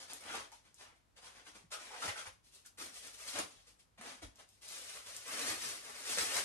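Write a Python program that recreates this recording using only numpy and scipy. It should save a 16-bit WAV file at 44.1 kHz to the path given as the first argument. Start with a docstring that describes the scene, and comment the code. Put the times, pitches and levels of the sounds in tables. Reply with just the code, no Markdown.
"""A foam end cap scrapes and squeaks in tiny slips off a cylinder wrapped in plastic film, turns in
the hand and thuds onto a bed. The film crinkles under a fresh grip; the second cap comes off at 3.3 s
and is laid down too. From 4.5 s fingers feel for an edge, then peel the film back in countless small
buckles and a few sharp snaps. A small bedroom answers throughout, two microphones a few steps away."""
import sys
import numpy as np
from scipy import signal
from scipy.fft import rfft, irfft, next_fast_len
from scipy.io import wavfile
from scipy.ndimage import map_coordinates

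SR = 44100
rng = np.random.default_rng(int(sys.argv[2]) if len(sys.argv) > 2 else 0)


def to_wav(sig):
    """Store sig (one row per channel, or 1-D mono) as 16-bit WAV at the path in sys.argv[1].

    Samples outside -1..1 are clipped; the rate is SR.
    """
    pcm = np.clip(np.atleast_2d(sig), -1, 1) * 32767
    pcm = np.round(pcm).astype(np.int16)
    wavfile.write(sys.argv[1], SR, pcm.T)  # frames by channels


N = 284114

# foam rubbing on film, hands and bedding: start_s, rise_s, fade_s, level_db, hiss_send_db, flex_send_db
FOAM_RUBS = [ (0.0, 0.0017, 0.092, -57, 4, -11), (.075, 0.022, 0.18, -57, 2.5, -7),
             (.2, 0.074, .08, -53.5, -3, -9.5), (.26, 0.089, 0.11, -45.5, -3, -9.5),
             (.516, .003, 0.09, -64, 2.5, -12), (.63, 0.026, 0.1, -71, 0, -5),
             (.745, 0.057, .05, -74, 11, -10), (.782, .036, 0.074, -59.5, -1, -12),
             (.84, 0.026, 0.12, -64, -10, -12), (1.155, 0.023, 0.05, -62.5, -1, -28),
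             (1.205, 0.048, 0.13, -59, 0, -12), (1.335, 0.031, 0.11, -60.5, -3.5, -9),
             (1.44, 0.036, 0.068, -59, 0, -10), (1.535, 0.019, 0.084, -59.5, 0, -2),
             (1.703, 0.03, 0.043, -48.5, 1.5, -33), (1.74, 0.087, 0.19, -56.5, -0.5, -14),
             (1.84, 0.19, 0.041, -52, -2.5, -13.5), (2.0, 0.046, 0.052, -44.5, 0.5, -13),
             (2.068, 0.014, 0.072, -44, -3, -21), (2.14, 0.048, 0.088, -50.5, 0, -18.5),
             (2.252, 0.012, 0.034, -50.5, -2.5, -19), (3.325, 0.037, 0.063, -44.5, 0, -8.5),
             (3.372, 0.017, 0.056, -43, -0.5, -5.5), (3.496, 0.011, 0.24, -69, 3.5, -9),
             (3.973, 0.008, 0.2, -61.5, -4, -4), (4.005, 0.059, .15, -53, -0.5, -12),
             (4.215, .012, 0.063, -57, 0, 1), (4.345, 0.027, .05, -71.5, 1, -4),
             (4.382, 0.016, 0.053, -59.5, -1.5, -13)]
# fingers pressing and dragging the film: start_s, rise_s, fade_s, level_db, rustle_send_db, flap_send_db
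FILM_DRAGS = [ (.95, 0.0097, 0.042, -77.5, -12, -20), (2.43, 0.026, 0.19, -70.5, -13.5, -14),
              (2.52, 0.026, 0.11, -63, -10, -30), (2.645, 0.015, .04, -60, -14, -23),
              (2.772, 0.029, 0.14, -49.5, -3.5, -10.5), (2.92, 0.048, 0.083, -53.5, -8.5, -27),
              (3.01, 0.044, 0.095, -53, -6, -18.5), (3.13, 0.011, .05, -55, -8, -22),
              (3.17, 0.043, 0.23, -53.5, -4.5, -28), (3.262, .014, 0.17, -49.5, -8, -22.5),
              (3.66, 0.018, 0.068, -64, -6, -13), (3.785, 0.015, 0.033, -66, -10, -22),
              (4.47, 0.02, 0.3, -73.5, -15, -25), (4.612, 0.027, 0.22, -57, -7, -23),
              (4.675, 0.055, 0.35, -50.5, -7.5, -22), (4.86, 0.04, 0.11, -52, -7.5, -39),
              (4.93, 0.021, 0.12, -52.5, -3.5, -24.5), (5.04, 0.041, 0.18, -52, -6.5, -21),
              (5.14, 0.021, 0.36, -55.5, -6, -25), (5.24, 0.1, 0.21, -46.5, -1, -13),
              (5.35, 0.076, 0.24, -44, -3.5, -14), (5.46, 0.039, 0.068, -42, -3, -15),
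              (5.57, 0.073, 0.24, -45, -6.5, -18), (5.82, .04, 0.26, -55, -1.5, -14.5),
              (5.92, 0.07, 0.48, -51.5, -5, -21.5), (6.04, 0.069, 0.43, -43, -6, -16.5),
              (6.168, 0.01, 0.19, -40, -5, -18.5), (6.26, .11, 0.099, -40, -3.5, -20)]
# foam sticking and slipping in a rough note: start_s, length_s, start_pitch_hz, end_pitch_hz, level_db
FOAM_SQUEAKS = [(0.287, 0.085, 1600, 1135, -50.5), (0.299, 0.1, 396.4, 496, -57),
                (0.33, 0.056, 749, 1072, -53), (0.517, 0.026, 900, 830, -61),
                (1.712, 0.078, 1395, 1333, -53.5), (1.887, 0.116, 900, 777, -56.5),
                (1.894, 0.1, 1106, 1364, -63), (2.015, 0.034, 1300, 1497, -45),
                (2.075, 0.032, 1860, 2010, -44.5), (2.148, 0.055, 1457, 1303, -50),
                (2.253, 0.041, 884, 860, -62), (2.647, 0.029, 1625, 1470, -66.5),
                (3.345, 0.073, 608, 692, -52.5), (3.363, 0.051, 945, 1195, -54),
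                (4.38, 0.024, 662, 690, -67)]
# creases snapping through: start_s, level_db, body_send_db
CREASE_SNAPS = [(0.2076, -39.5, -5), (0.352, -42, -19), (0.5177, -45.5, -4.5), (2.0595, -32, -2),
                (2.0818, -38, 9), (3.388, -23, -5), (4.012, -39, 2.5), (4.5772, -61, -3),
                (4.6213, -46, -15), (4.6817, -40.5, -7), (5.2812, -50, -7), (5.3934, -33, 3),
                (5.4964, -27, -1), (6.054, -36, 2.5), (6.1746, -29.5, 1), (6.1846, -18, -4.5),
                (6.208, -33, -8), (6.3444, -30, -10)]
# pinpoint ticks of taut film: start_s, level_db
FILM_TICKS = [(0.134, -33), (0.744, -46.5), (2.5495, -47), (2.6615, -38), (2.845, -45), (2.9647, -43),
              (4.358, -49), (4.4902, -48), (4.682, -35.5), (4.689, -34.5), (5.1658, -31.5), (5.2802, -34.5),
              (5.692, -27.5), (6.0988, -24)]
# soft bumps of foam, hands and bedding: start_s, pitch_hz, level_db, t60_s
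SOFT_BUMPS = [(1.64, 164, -56.5, 0.047), (2.05, 166, -51.5, 0.081), (2.078, 91.5, -51, 0.091),
              (2.274, 85, -56, 0.12), (2.806, 300, -63, 0.073), (3.385, 284, -49, 0.12),
              (3.99, 222, -57, 0.19), (4.049, 262.4, -59.5, 0.4), (4.221, 636, -49, 0.089),
              (4.232, 268, -52.5, 0.11), (4.233, 90.3, -48.5, 0.07), (4.243, 54, -49, 0.092),
              (5.5, 92, -55, 0.19), (6.189, 81, -60, 0.52)]

# tone colour of each layer: frequency_hz, gain_db
SCRAPE_EQ = [(120, -33.5), (300, -19.5), (480, -2.5), (750, -0.5), (1400, -1), (2200, -1), (3300, -5),
             (7000, -52.5)]  # midrange of shaken foam cells
HISS_EQ = [(1200, -28.5), (2400, -3), (3300, 1), (4800, 0.5), (6200, 1), (7600, -4), (9300, -1.5),
           (11300, -5.5), (13000, -27.5)]  # bright skin of the foam
FLEX_EQ = [(40, -30), (90, 1), (125, -10.5), (180, 0), (285, 10.5), (430, -1.5), (900, -47.5)]  # low end of a flexing block or flapping sheet
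CRINKLE_EQ = [(800, -51.5), (1800, -6), (2600, 2), (4300, 2.5), (5800, 2.5), (7400, -1), (9000, 1.5),
              (11500, -2.5), (13500, -12)]  # crisp top of buckling film
SHEET_EQ = [(150, -28), (300, -20), (400, -5), (560, -1.5), (960, -6), (1170, -0.5), (1550, -2),
            (2000, 0.5), (2900, -3), (7000, -27.5)]  # body of the rustling sheet
TICK_EQ = [(2000, -19), (5500, -3), (8500, -1), (11000, -0.5), (15000, -6)]  # thin treble of taut corners
AIR_EQ = [(20, -31), (38, -7.5), (54, 2), (70, -11), (98, -3.5), (125, -14.5), (160, -12.5), (400, -19),
          (1000, -19.5), (3000, -27.5), (10000, -31.5)]  # bass-heavy room tone

# spaced microphone ports, alike in the bass and opposed near 10 kHz: frequency_hz, likeness
PORT_LIKENESS = [(60, 0.51), (140, 0.66), (280, 0.22), (640, -0.087), (1400, -0.16), (3100, 0.15),
                 (7000, 0.14), (8800, -0.075), (9500, -0.58), (10200, -1.28), (11200, 0.17), (12300, 0.15)]
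# stereo tilt of the ports: frequency_hz, left_minus_right_db
PORT_BALANCE = [(100, 0), (700, 0.5), (1300, 3), (2400, -0.5), (4400, 4), (8000, 2.5), (12000, -1)]
# overall tone colour: frequency_hz, gain_db
MASTER_EQ = [(25, -6), (48, 2), (8500, 0.5), (10100, 5.5), (11200, -1.5), (12200, -2.5), (13500, -27),
             (15500, -21)]


def foam():
    """Slips shake the foam's cells, hiss on its skin and flex the whole block."""
    scrape_gain, hiss_gain, flex_gain = stroke_envelopes(FOAM_RUBS, rise_power=0.79, fade_power=1.22)
    slips = grains(per_s=1900, spread_db=5.0, clump_db=0.3, clump_hz=160)
    cells = grains(per_s=5700, spread_db=5.0, clump_db=1.5, clump_hz=130)
    scrape = amp(1.5) * ring(slips * scrape_gain, SCRAPE_EQ)
    hiss = amp(2.5) * ring(unit(cells + 0.46 * slips) * hiss_gain, HISS_EQ)
    flex = amp(-4.5) * ring(slips * flex_gain, FLEX_EQ)
    return scrape + hiss + flex


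def squeaks(width_at_1khz_hz):
    """Where the foam grips, the slips lock into a brief, rough, gliding note."""
    out = np.zeros(N)
    for start_s, length_s, start_hz, end_hz, level_db in FOAM_SQUEAKS:
        n = int(length_s * SR)
        phase = np.cumsum(2 * np.pi * np.linspace(start_hz, end_hz, n) / SR)
        width_hz = width_at_1khz_hz * np.sqrt(start_hz / 1000)  # higher notes are rougher
        knots = np.arange(n) * width_hz / SR
        cos_gain, sin_gain = (map_coordinates(row, [knots]) for row in rng.standard_normal((2, 256)))
        note = unit(cos_gain * np.cos(phase) + sin_gain * np.sin(phase))
        add(out, start_s, amp(level_db) * signal.windows.tukey(n, 0.5) * note)
    return out


def film():
    """Tiny buckles crackle over a fine sliding hiss; the larger ones also move the whole sheet."""
    crinkle_gain, rustle_gain, flap_gain = stroke_envelopes(FILM_DRAGS, rise_power=0.56, fade_power=1.35)
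    buckles = grains(per_s=2600, spread_db=4.5, clump_db=2.1, clump_hz=90)
    sliding = lambda: grains(per_s=12000, spread_db=5.5, clump_db=1.0, clump_hz=67)
    crinkle = amp(3.0) * ring(unit(buckles + 0.99 * sliding()) * crinkle_gain, CRINKLE_EQ)
    rustle = amp(2.5) * ring(unit(buckles + sliding()) * rustle_gain, SHEET_EQ)
    flap = amp(-2.0) * ring(buckles * flap_gain, FLEX_EQ)
    return crinkle + rustle + flap


def snaps(t60_s):
    """A crease gives way in a very short crack that also kicks the sheet."""
    cracks, kicks = np.zeros((2, N))
    for start_s, level_db, body_send_db in CREASE_SNAPS:
        crack = amp(level_db) * burst(t60_s, length_s=0.02)
        add(cracks, start_s, crack)
        add(kicks, start_s, crack * amp(body_send_db))
    return amp(12.5) * (ring(cracks, CRINKLE_EQ) + ring(kicks, SHEET_EQ))


def ticks(t60_s):
    """Taut corners of film flip with a thin, very high tick."""
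    out = np.zeros(N)
    for start_s, level_db in FILM_TICKS:
        add(out, start_s, amp(level_db) * burst(t60_s, length_s=0.01))
    return amp(12) * ring(out, TICK_EQ)


def bumps(attack_s):
    """Foam and mattress take each push with a dull, quickly damped thud."""
    out, t = np.zeros(N), np.arange(SR // 2) / SR
    for start_s, pitch_hz, level_db, t60_s in SOFT_BUMPS:
        phase = 2 * np.pi * pitch_hz * t + wobble(pitch_hz / 2)[:len(t)]  # jitter blurs the pitch
        envelope = amp(level_db - 60 * t / t60_s) * (1 - np.exp(-t / attack_s))
        add(out, start_s, envelope * np.sin(phase))
    return out


def room(dry, direct_db, spots):
    """Each instant sounds from another spot of foam or film, and so brings its own echoes."""
    out, hop = np.zeros((2, N + 2 * SR)), N // (spots - 1) + 1
    slice_samples = hop * np.arange(spots)[:, None] + np.arange(2 * hop)
    slices = np.pad(dry, (hop, 2 * hop))[slice_samples] * signal.windows.cosine(2 * hop)
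    echoes = room_responses(direct_db, spots, walls_db=4.5, walls_t60_s=0.075, tail_t60_s=0.31)
    for k, wet in enumerate(signal.fftconvolve(np.float32(slices[:, None]), echoes, axes=2)):
        out[:, k * hop:k * hop + wet.shape[1]] += wet
    return out[:, hop:hop + N]


def room_responses(direct_db, spots, walls_db, walls_t60_s, tail_t60_s):
    """Direct sound, near walls and a short tail: one stereo impulse response for each spot."""
    t = np.arange(SR // 6) / SR
    predelay, left_lead = SR // 600, SR // 8000  # samples
    decay = amp(-60 * t / tail_t60_s) + amp(walls_db - 60 * t / walls_t60_s)
    decay[:predelay] = 0
    pairs = rng.standard_normal((spots, 2, len(t)), dtype=np.float32)
    pairs *= decay / np.linalg.norm(decay)
    pairs[:, 0, 0] = pairs[:, 1, left_lead] = amp(direct_db)
    return pairs / np.float32(np.hypot(1, amp(direct_db)))


def room_tone():
    """The bedroom's quiet air, a low wash of noise."""
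    return unit(filtered(rng.standard_normal((2, N)), lambda hz: amp(along(AIR_EQ, hz))))


def ports(pair):
    """The two spaced microphone ports set stereo width and balance by frequency."""
    width = lambda hz: np.arccos(np.clip(along(PORT_LIKENESS, hz), -1, 1)) / 2
    mid_side = np.array([pair[0] + pair[1], pair[0] - pair[1]]) / np.sqrt(2)
    mid, side = filtered(mid_side, lambda hz: np.array([np.cos(width(hz)), np.sin(width(hz))]))
    left_right = np.array([mid + side, mid - side])
    return filtered(left_right, lambda hz: amp(np.outer([0.5, -0.5], along(PORT_BALANCE, hz))))


def stroke_envelopes(strokes, rise_power, fade_power):
    """Strokes swell as the hand presses and fade as it lets go: a main envelope and two sends."""
    t, power = np.arange(N) / SR, np.zeros((3, N))
    for start_s, rise_s, fade_s, level_db, *sends_db in strokes:
        during = slice(*np.searchsorted(t, [start_s, start_s + rise_s + 2 * fade_s]))
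        age_s = t[during] - start_s
        swell = np.minimum(age_s / rise_s, 1) ** rise_power  # a power below 1 bites at once
        drop_db = 20 * (np.maximum(age_s - rise_s, 0) / fade_s) ** fade_power  # above 1 lingers
        envelope = swell * amp(level_db - drop_db)
        power[:, during] += np.outer(amp([0, *sends_db]), envelope) ** 2
    return np.sqrt(power)


def grains(per_s, spread_db, clump_db, clump_hz):
    """Random impulses of uneven size that come in clumps; rms 1."""
    fires = rng.random(N) < per_s / SR
    size_db = spread_db * np.clip(rng.standard_normal(N), -2, 2) + clump_db * wobble(clump_hz)
    return unit(fires * rng.choice([-1, 1], N) * amp(size_db))


def burst(t60_s, length_s):
    """A fast-dying noise transient; energy 1."""
    t = np.arange(round(length_s * SR)) / SR
    noise = rng.standard_normal(len(t)) * amp(-60 * t / t60_s)
    return noise / np.linalg.norm(noise)


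def ring(impulses, eq, size=2048):
    """Every impulse becomes a short click of the given colour and the same energy."""
    magnitude = amp(along(eq, np.fft.rfftfreq(size, 1 / SR)))
    cepstrum = irfft(np.log(magnitude))
    cepstrum[1:size // 2] *= 2  # minimum phase keeps the attack sharp
    cepstrum[size // 2 + 1:] = 0
    click = irfft(np.exp(rfft(cepstrum)))
    return signal.fftconvolve(impulses, click / np.linalg.norm(click))[:N]


def wobble(rate_hz):
    """Smooth random modulation through rate_hz knots a second."""
    knots = rng.standard_normal(int(N * rate_hz / SR) + 4)
    return map_coordinates(knots, [np.arange(N) * rate_hz / SR])


def filtered(x, response):
    """Equalise x with a gain given as a function of frequency."""
    size = next_fast_len(x.shape[-1] + 8192)
    return irfft(rfft(x, size) * response(np.fft.rfftfreq(size, 1 / SR)), size)[..., :x.shape[-1]]


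def along(curve, hz):
    """Read a breakpoint curve on a log frequency axis."""
    points_hz, values = np.transpose(curve)
    return np.interp(np.log(hz + 1), np.log(points_hz + 1), values)


def add(track, start_s, sound):
    """Mix a sound into the track at its cue."""
    part = track[max(round(start_s * SR), 0):][:len(sound)]
    part += sound[:len(part)]


def amp(db):
    """Decibels to gain."""
    return 10 ** (np.asarray(db) / 20)


def unit(x):
    """Scale to rms 1."""
    return x / np.sqrt(np.mean(x ** 2) + 1e-20)


def scene():
    """All the handling in the bedroom, over its quiet air."""
    handling = foam() + squeaks(width_at_1khz_hz=241.6)
    handling += film() + snaps(t60_s=0.0098) + bumps(attack_s=0.00054)
    air = amp(-74.5) * room_tone()
    roomy_handling = room(handling, direct_db=-5.5, spots=340)
    # the bedding soaks up the highest ticks, so they arrive drier
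    drier_ticks = room(ticks(t60_s=0.0012), direct_db=-2.5, spots=20)
    return ports(roomy_handling + drier_ticks + air)


def record(dry):
    """Overall tone: deepest bass trimmed, a peak near 10 kHz, treble falling steeply above 12 kHz."""
    cutoff_hz = 15900
    return filtered(dry, lambda hz: amp(along(MASTER_EQ, hz)) * (hz < cutoff_hz))


dry = scene()
out = record(dry)
to_wav(out)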